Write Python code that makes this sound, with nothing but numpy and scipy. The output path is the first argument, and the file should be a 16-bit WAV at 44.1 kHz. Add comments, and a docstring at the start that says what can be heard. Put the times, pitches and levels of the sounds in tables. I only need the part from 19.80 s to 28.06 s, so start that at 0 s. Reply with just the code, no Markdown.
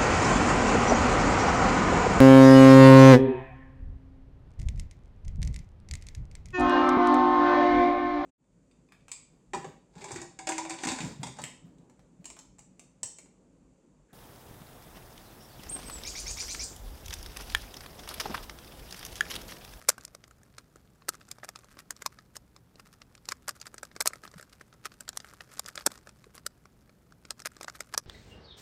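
"""Twisty puzzle turned by hand

A small plastic puzzle is turned quickly, close to a microphone in a quiet room. Clicks: noise-burst forces
drive a bright edge snap and the ringing modes of the hollow body. Slides and handling: friction noise made of
tiny slips; thuds: short low sines; floor: hum, rumble, hiss. A block-wise noise suppressor turns quiet moments
down, cutting into the room's answer to each clack."""
import sys
import numpy as np
from scipy import signal
from scipy.io import wavfile
from scipy.ndimage import uniform_filter1d

SR = 44100
rng = np.random.default_rng(int(sys.argv[2]) if len(sys.argv) > 2 else 0)


def to_wav(sig):
    """Store sig (one row per channel, or 1-D mono) as 16-bit WAV at the path in sys.argv[1].

    Samples outside -1..1 are clipped; the rate is SR.
    """
    pcm = np.clip(np.atleast_2d(sig), -1, 1) * 32767
    pcm = np.round(pcm).astype(np.int16)
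    wavfile.write(sys.argv[1], SR, pcm.T)  # frames by channels


N = 364266


def amp(db):
    """Decibels to gain."""
    return 10 ** (np.asarray(db) / 20)


def evened(x):
    """Scales to rms 1."""
    return x / np.sqrt(np.mean(x ** 2) + 1e-20)


def per_ms(x):
    """Scales a short sound to the energy of one millisecond at rms 1."""
    energy_ms = np.sum(x ** 2) * 1000 / SR
    return x / np.sqrt(energy_ms + 1e-20)


def read(points, hz):
    """Interpolates a table along a log-frequency axis."""
    f, value = np.transpose(points)
    return np.interp(np.log(hz + 1), np.log(f + 1), value)


def add(mix, start_s, sound):
    """Adds a sound into the mix, in place."""
    part = mix[max(round(start_s * SR), 0):][:len(sound)]
    part += sound[:len(part)]


def causal(gain_db):
    """Minimum-phase impulse response with the given half spectrum."""
    log_gain = np.log(amp(np.r_[gain_db, gain_db[-2:0:-1]]))
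    spectrum = np.exp(np.conj(signal.hilbert(log_gain)))
    return np.fft.ifft(spectrum).real


def coloured(x, spectrum, size=4096):
    """Filters x through a spectrum; white input keeps its power."""
    taps = causal(read(spectrum, np.fft.rfftfreq(size, 1 / SR)))
    taps = taps / np.linalg.norm(taps)
    return signal.oaconvolve(x, taps)[:len(x)]


# pieces snapping into line: [t/s, snap level/dB, hollow knock level/dB, brightness (tilt of the snap)]
CLICK_EVENTS = [(0.0884, -10, -19, 6.5), (.0919, -7.5, -19.5, 5.5), (.101, -21, -26.5, 4),
                (0.181, -39.5, -32, 4), (0.21, -37.5, -48, -2), (0.251, -28.5, -62, 5.5),
                (0.2795, -40, -41, -5), (0.3497, -33.5, -35, -1.5), (.44, -36.5, -42.5, -12),
                (0.4793, -43, -43, 7), (0.5108, -44, -39, 0), (.633, -42, -44, 6),
                (.783, -32.5, -34.5, -7.5), (0.959, -42.5, -36.5, 4), (1.2216, -44.5, -40.5, -34),
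                (1.2858, -28, -28, -1), (1.2902, -17.5, -22, 3.5), (1.3433, -46, -38, -17),
                (1.3522, -39.5, -41.5, -1), (1.4138, -41.5, -39, -23), (1.4877, -39.5, -43, 5),
                (1.5144, -27, -44.5, -2), (1.5852, -45, -37, -1.5), (1.6331, -46, -31, -16),
                (1.646, -37, -35, 1), (1.69, -30.5, -31.5, 3), (1.7588, -32, -34, -9),
                (1.7898, -40, -42.5, 2), (1.8447, -42, -41, 0), (1.9706, -47, -35, -9),
                (2.003, -45, -44, -5), (2.1073, -25, -31, 4.5), (2.165, -36.5, -44, -5),
                (2.2223, -32.5, -36.5, 1), (2.262, -20.5, -22, -0.5), (2.388, -39.5, -35.5, -14),
                (2.5671, -29.5, -37.5, 2.5), (2.7638, -38, -41, -9), (2.9568, -41, -41.5, -10),
                (2.9976, -38.5, -35.5, -13), (3.2181, -35, -37.5, -19), (3.3522, -36.5, -40.5, -5),
                (3.378, -42, -44, -12), (3.455, -36, -53, -3.5), (3.4886, -23.5, -31.5, -5),
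                (3.5208, -25, -25, -3), (3.6822, -25.5, -28, 4.5), (3.692, -23.5, -27.5, 6),
                (3.7088, -32.5, -36.5, -2), (3.8006, -37.5, -55, -2), (3.8147, -29.5, -41.5, -4.5),
                (3.8275, -38.5, -46, -16), (3.868, -33, -36, -6.5), (3.943, -35, -33, 5),
                (3.9813, -32, -35, -6), (4.0315, -31.5, -29, 1), (4.0521, -37.5, -40, -2),
                (4.115, -43, -39, -22), (4.164, -34, -31.5, -2.5), (4.2061, -19, -24.5, 3.5),
                (4.2105, -19, -24.5, 0), (4.2218, -29, -35, 12), (4.2587, -21.5, -22, 6),
                (4.2745, -11, -28, 5), (4.306, -52, -32.5, -5), (4.3344, -37.5, -29.5, 2),
                (4.357, -39, -36, -2), (4.437, -41, -32.5, -2), (4.4531, -46.5, -31, 15),
                (4.4772, -36.5, -36.5, -15), (4.515, -40, -43, -1), (4.54, -42.5, -36, -9),
                (4.597, -42, -33, -4), (4.6112, -38, -40, 8), (4.6269, -37.5, -35.5, 3),
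                (4.8124, -42, -33, -1), (4.9274, -44, -39.5, -19), (5.0557, -31.5, -26.5, -3),
                (5.119, -40, -39.5, -14), (5.207, -30, -38, 5), (5.2796, -38, -39.5, -9),
                (5.2905, -25, -34, -1.5), (5.3306, -39, -39, -8), (5.373, -23, -33, 1.5),
                (5.4022, -32.5, -39, -11), (5.4465, -44, -33, 4), (5.5367, -41.5, -37, 9),
                (5.6074, -36, -32, -17), (5.7383, -39, -44, 8), (5.7723, -36, -40, -7),
                (5.7947, -21.5, -30.5, 2.5), (5.8611, -30, -45, -4), (5.885, -32, -32, 4),
                (5.956, -30, -35.5, 3), (5.9769, -29, -29, -12), (6.0093, -36.5, -35, -15),
                (6.064, -9.5, -19.5, 4.5), (6.069, -19.5, -22, -2), (6.072, -32, -19, -9),
                (6.118, -34, -36.5, -0.5), (6.177, -38.5, -40, -4), (6.2721, -41.5, -34, -4),
                (6.2925, -37.5, -39, -4), (6.4418, -40.5, -39.5, -10), (6.5514, -37, -42, 21),
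                (6.5796, -36.5, -36.5, -1.5), (6.665, -22, -27.5, 4), (6.856, -44, -37.5, -4.5),
                (7.095, -49, -40.5, -10), (7.323, -45, -39, -8), (7.452, -36.5, -37, -12),
                (7.5068, -23.5, -31.5, -2.5), (7.5944, -37, -39.5, -3), (7.6017, -34.5, -39.5, 0),
                (7.62, -36, -41, -0.5), (7.6582, -26, -26, -1), (7.7183, -44, -40.5, 1),
                (7.767, -37.5, -36, -3), (7.8115, -34, -31, -3), (7.831, -32, -39, 1),
                (7.8453, -34, -33, -6), (7.8826, -35, -27, -9), (7.8986, -36.5, -37.5, -2),
                (8.0058, -27.5, -30.5, -2.5), (8.14, -28.5, -27.5, 0), (8.146, -30.5, -27, -13),
                (8.178, -14.5, -23, 1.5)]
# a glancing snap is brief, a full knock presses longer: [knock over snap level/dB, contact t/s]
CONTACT_TIMES = [(-9, 0.0011), (0, 0.0014)]
# a struck piece tips over and strikes again, softer
REBOUND_S, REBOUND_DB = 0.0039, -18
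# the pieces push on the body a moment before the edge snaps free
KNOCK_LEAD_S = 0.0009
# room for the scuff before landing
LEAD_S = 0.008


def clicks(rows, snap_db=0, knock_db=0.0, size=1400):
    """Each impact, with its rebound, is a force that makes a bright snap and a hollow knock."""
    out = np.zeros(N)
    t = np.arange(size) / SR - LEAD_S
    for s, hard_db, hollow_db, brightness in rows:
        contact_s = np.interp(hollow_db - hard_db, *np.transpose(CONTACT_TIMES))
        rebound = amp(REBOUND_DB) * contact(t - REBOUND_S, contact_s)
        force = contact(t, contact_s) + rebound
        add(out, s - LEAD_S, amp(hard_db + snap_db) * snap(force, brightness))
        add(out, s - LEAD_S - KNOCK_LEAD_S, amp(hollow_db + knock_db) * knock(force))
    return out


def contact(t, contact_s, chatter_db=-17, chatter_s=0.0041, scuff_db=-16, scuff_s=0.0015):
    """Noisy force: an edge scuffs up to its stop, lands at t = 0 and chatters against its neighbours."""
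    chatter = amp(chatter_db) * np.exp(-abs(t) / chatter_s)
    landing = np.exp(-abs(t) / contact_s) + chatter
    scuff = amp(scuff_db) * np.exp(-abs(t) / scuff_s)
    return rng.standard_normal(len(t)) * np.where(t < 0, scuff, landing)


# colour of a plastic edge snapping, before the brightness tilt: [f/Hz, level/dB]
SNAP_COLOUR = [(300, -35), (1000, -32), (2000, -9), (3000, -11.5), (5100, -0.5), (6200, -1.5), (7700, -1),
               (9500, -8), (12000, -13.5), (14500, -17), (16500, -30)]


def snap(force, brightness):
    """The bright crack of the stiff plastic edge; a sharper contact lifts the top over the middle."""
    hz = np.fft.rfftfreq(len(force), 1 / SR)
    tilt_db = brightness * read([(4000, -0.78), (11000, 0.88)], hz)
    taps = causal(read(SNAP_COLOUR, hz) + tilt_db)
    return per_ms(signal.fftconvolve(force, taps)[:len(force)])


# modes of the hollow body: [nominal f/Hz, relative level/dB, longest t60/s]
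BODY_MODES = [(461, -7.5, 0.01), (590, -3, 0.0083), (720, -11, 0.01), (1200, -3.5, 0.017),
              (1392, 0.5, 0.01), (1654, -3, 0.011), (1791, -12.5, 0.0048), (2160, -6, 0.0064)]


def knock(force, detune=0.04, damping=0.15):
    """The same force rings the body; each grip shifts and damps its modes anew."""
    t = np.arange(len(force)) / SR
    hz, db, t60_s = np.transpose(BODY_MODES)[:, :, None]
    shift, side = rng.standard_normal((2, len(BODY_MODES), 1))
    ring_s = t60_s * np.exp(-damping * abs(side))
    decay = np.sign(side) * amp(db - 60 * t / ring_s)
    modes = decay * np.sin(2 * np.pi * hz * (1 + detune * shift) * t)
    return per_ms(signal.fftconvolve(force, modes.sum(0))[:len(t)])


# a face sliding freely through a longer turn: [start t/s, length t/s, relative level/dB]
SLIDE_EVENTS = [(0.09, .037, -39), (1.307, 0.048, -46.5), (1.629, 0.033, -45.5), (1.897, 0.043, -50.5),
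                (1.982, 0.03, -42), (2.208, 0.031, -46), (2.317, 0.032, -48), (2.541, 0.029, -43.5),
                (2.992, 0.018, -45), (3.05, 0.031, -48), (3.123, 0.024, -47), (3.498, 0.043, -43),
                (3.667, 0.035, -39.5), (3.748, 0.024, -45.5), (3.848, .04, -45), (4.265, 0.017, -27),
                (4.429, 0.027, -47.5), (4.553, .051, -47.5), (4.723, 0.014, -43), (5.037, .04, -40.5),
                (5.121, 0.028, -49.5), (5.451, 0.076, -47), (5.699, 0.066, -50), (5.876, 0.025, -45.5),
                (5.975, 0.063, -49.5), (6.124, .044, -45.5), (6.534, 0.043, -46.5), (7.646, 0.034, -35),
                (7.81, 0.037, -56), (7.933, 0.042, -46.5)]
# colour of plastic rubbing on plastic: [f/Hz, relative level/dB]
RUB_COLOUR = [(150, -12.5), (400, 0), (900, -3.5), (1250, 10), (1700, 6), (3000, -1.5), (5000, 1),
              (7500, -2.5), (10000, -4), (14500, -10.5), (16500, -24)]


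def slides(level_db=-2, taper=0.64, jolt_db=-9):
    """Pieces scrape over each other during a slide, and catch now and then on an edge."""
    out = np.zeros(N)
    jolts = grit(per_s=68, spread_db=0.5, smooth=0)
    slips = grit(per_s=550, spread_db=3.0, smooth=0.15) + amp(jolt_db) * jolts
    for start_s, length_s, db in SLIDE_EVENTS:
        stroke = slips[round(start_s * SR):][:max(round(length_s * SR), 20)]
        swell = signal.windows.tukey(len(stroke), taper)
        add(out, start_s, amp(db + level_db) * evened(stroke) * swell)
    return coloured(out, RUB_COLOUR)


def grit(per_s, spread_db, smooth):
    """Tiny slips of uneven size, each a brief rasp, over smooth friction noise; rms 1."""
    happens = rng.random(N) < per_s / SR
    sizes = amp(spread_db * np.minimum(rng.exponential(1, N), 3)) * happens
    rasp = evened(signal.oaconvolve(sizes, signal.windows.hann(40))[:N])
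    return evened((rasp + smooth) * rng.standard_normal(N))


# how busily the fingers shift their grip on the loose pieces: [t/s, relative level/dB]
HANDLING_CURVE = [(0, -52.5), (.4, -66), (.6, -66), (1.15, -66.5), (1.399, -61), (1.798, -61), (2.3, -62),
                  (2.8, -72), (3.05, -64.5), (3.3, -66), (3.6, -64), (4.1, -63.5), (4.45, -59), (4.95, -63),
                  (5.449, -59.5), (5.85, -56.5), (6.348, -65), (7.3, -70), (7.95, -58.5), (8.25, -63)]


def handling(rub_db=0.5, tick_db=6.0, hollow_db=3, dull_db=0, spread_db=4, count=320):
    """Skin rubs faintly on the faces, and loose pieces tick at random under the fingers."""
    s, db = np.transpose(HANDLING_CURVE)
    grip = amp(np.interp(np.arange(N) / SR, s, db) + rub_db)
    rub = coloured(grip * grit(per_s=240, spread_db=8, smooth=0.65), RUB_COLOUR)
    when_s = rng.uniform(LEAD_S, N / SR, count)
    spread = np.clip(rng.standard_normal((count, 3)), -2, 2)
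    hard, hollow, brightness = spread_db * spread.T
    level_db = np.interp(when_s, s, db) + tick_db
    ticks = zip(when_s, level_db + hard, level_db + hollow + hollow_db, brightness + dull_db)
    return rub + clicks(ticks)


# dull low thuds, the first under the opening clack: [t/s, peak level/dB, f/Hz, length t/s]
THUD_EVENTS = [(.088, -30, 570, .011), (4.554, -42, 172, .026), (6.464, -43, 430, .012)]


def thuds(taper=0.73):
    """Dull, low thuds: sines that swell and fade."""
    out = np.zeros(N)
    for s, db, hz, length_s in THUD_EVENTS:
        t = np.arange(0, length_s, 1 / SR)
        swell = signal.windows.tukey(len(t), taper)
        add(out, s, amp(db) * swell * np.sin(2 * np.pi * hz * t))
    return out


# room decay: [f/Hz, t60/s]
ROOM_DECAY = [(300, 0.57), (1500, 0.3), (14000, 0.084)]


def room(x, first_s=0.0037, near_db=9, near_s=0.0075, size=16384):
    """Close reflections from hands and lap, then a short tail that is duller the later it comes."""
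    echoes_per_s = 3000
    taps = rng.choice([-1., 1.], size) * (rng.random(size) < echoes_per_s / SR)
    late_s = np.arange(size) / SR - first_s
    taps *= (late_s > 0) * (1 + amp(near_db) * np.exp(-abs(late_s) / near_s))
    hz, t, bands = signal.stft(taps, SR, nperseg=128)
    decay = amp(-60 * t / read(ROOM_DECAY, hz)[:, None])
    tail = signal.istft(bands * decay, SR)[1]
    return signal.fftconvolve(x, tail / np.linalg.norm(tail))[:N]


# faint mains and appliance hum: [f/Hz, rms level/dB]
HUM_TONES = [(65, -76), (120, -70.5)]
# colour of the low room noise: [f/Hz, relative level/dB per Hz]
RUMBLE_COLOUR = [(13, -42.5), (25, -12.5), (55, -5.5), (80, -7), (100, -11), (150, -6.5), (220, -7.5),
                 (320, -10.5), (400, -18), (600, -50)]
# colour of the hiss: [f/Hz, relative level/dB per Hz]
HISS_COLOUR = [(200, -34), (400, -1.5), (800, -7.5), (1300, -12), (2500, -18.5), (6000, -23.5),
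               (15000, -23.5)]
RUMBLE_DB, HISS_DB = -61.5, -61  # rms


def floor():
    """Low rumble and hum of the house as filtered noise and sines, and an even hiss."""
    low, high = rng.standard_normal((2, N))
    t = np.arange(N) / SR
    hum = np.zeros(N)
    for hz, db in HUM_TONES:
        hum += amp(db) * evened(np.sin(2 * np.pi * (hz * t + rng.random())))
    rumble = amp(RUMBLE_DB) * coloured(low, RUMBLE_COLOUR, size=16384)
    hiss = amp(HISS_DB) * coloured(high, HISS_COLOUR)
    return hum + rumble + hiss


def scene(room_db=-18, small_hz=260):
    """The puzzle in its room; so small a body radiates little bass."""
    puzzle = clicks(CLICK_EVENTS) + slides() + handling()
    high_pass = signal.butter(2, small_hz, "high", fs=SR, output="sos")
    puzzle = signal.sosfilt(high_pass, puzzle)
    mix = puzzle + amp(room_db) * room(puzzle) + thuds() + floor()
    return mix[None]


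# suppressor block length, and how much of the first has passed at t = 0 (samples)
BLOCK, BLOCK_LEAD = 1102, 902


def suppress(x, shut_db=-53, open_db=-39, depth_db=-10, loud_db=-41, split_hz=250):
    """Above the bass, quiet blocks are turned down, and further still just after a loud one."""
    bass = signal.sosfiltfilt(signal.butter(2, split_hz, fs=SR, output="sos"), x)
    upper = x - bass
    block = (np.arange(N) + BLOCK_LEAD) // BLOCK
    block_db = 10 * np.log10(np.bincount(block, upper ** 2) / BLOCK + 1e-14)
    before_db = np.r_[block_db[0], block_db[:-1]]
    drop_db = np.clip(before_db - np.maximum(block_db, loud_db), 0, 22)
    gain_db = np.interp(block_db, [shut_db, open_db], [depth_db, 0]) - 0.5 * drop_db
    return bass + upper * amp(uniform_filter1d(gain_db[block], size=30))


EDGE_HZ = 15600


def record(dry):
    """Noise suppression, a gentle rounding of the very sharpest peaks, then the band limit."""
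    rounded = np.tanh(suppress(dry[0]))
    low_pass = signal.firwin(161, EDGE_HZ, window=("kaiser", 8), fs=SR)
    return signal.oaconvolve(rounded, low_pass, "same")[None]


dry = scene()
out = record(dry)
to_wav(out)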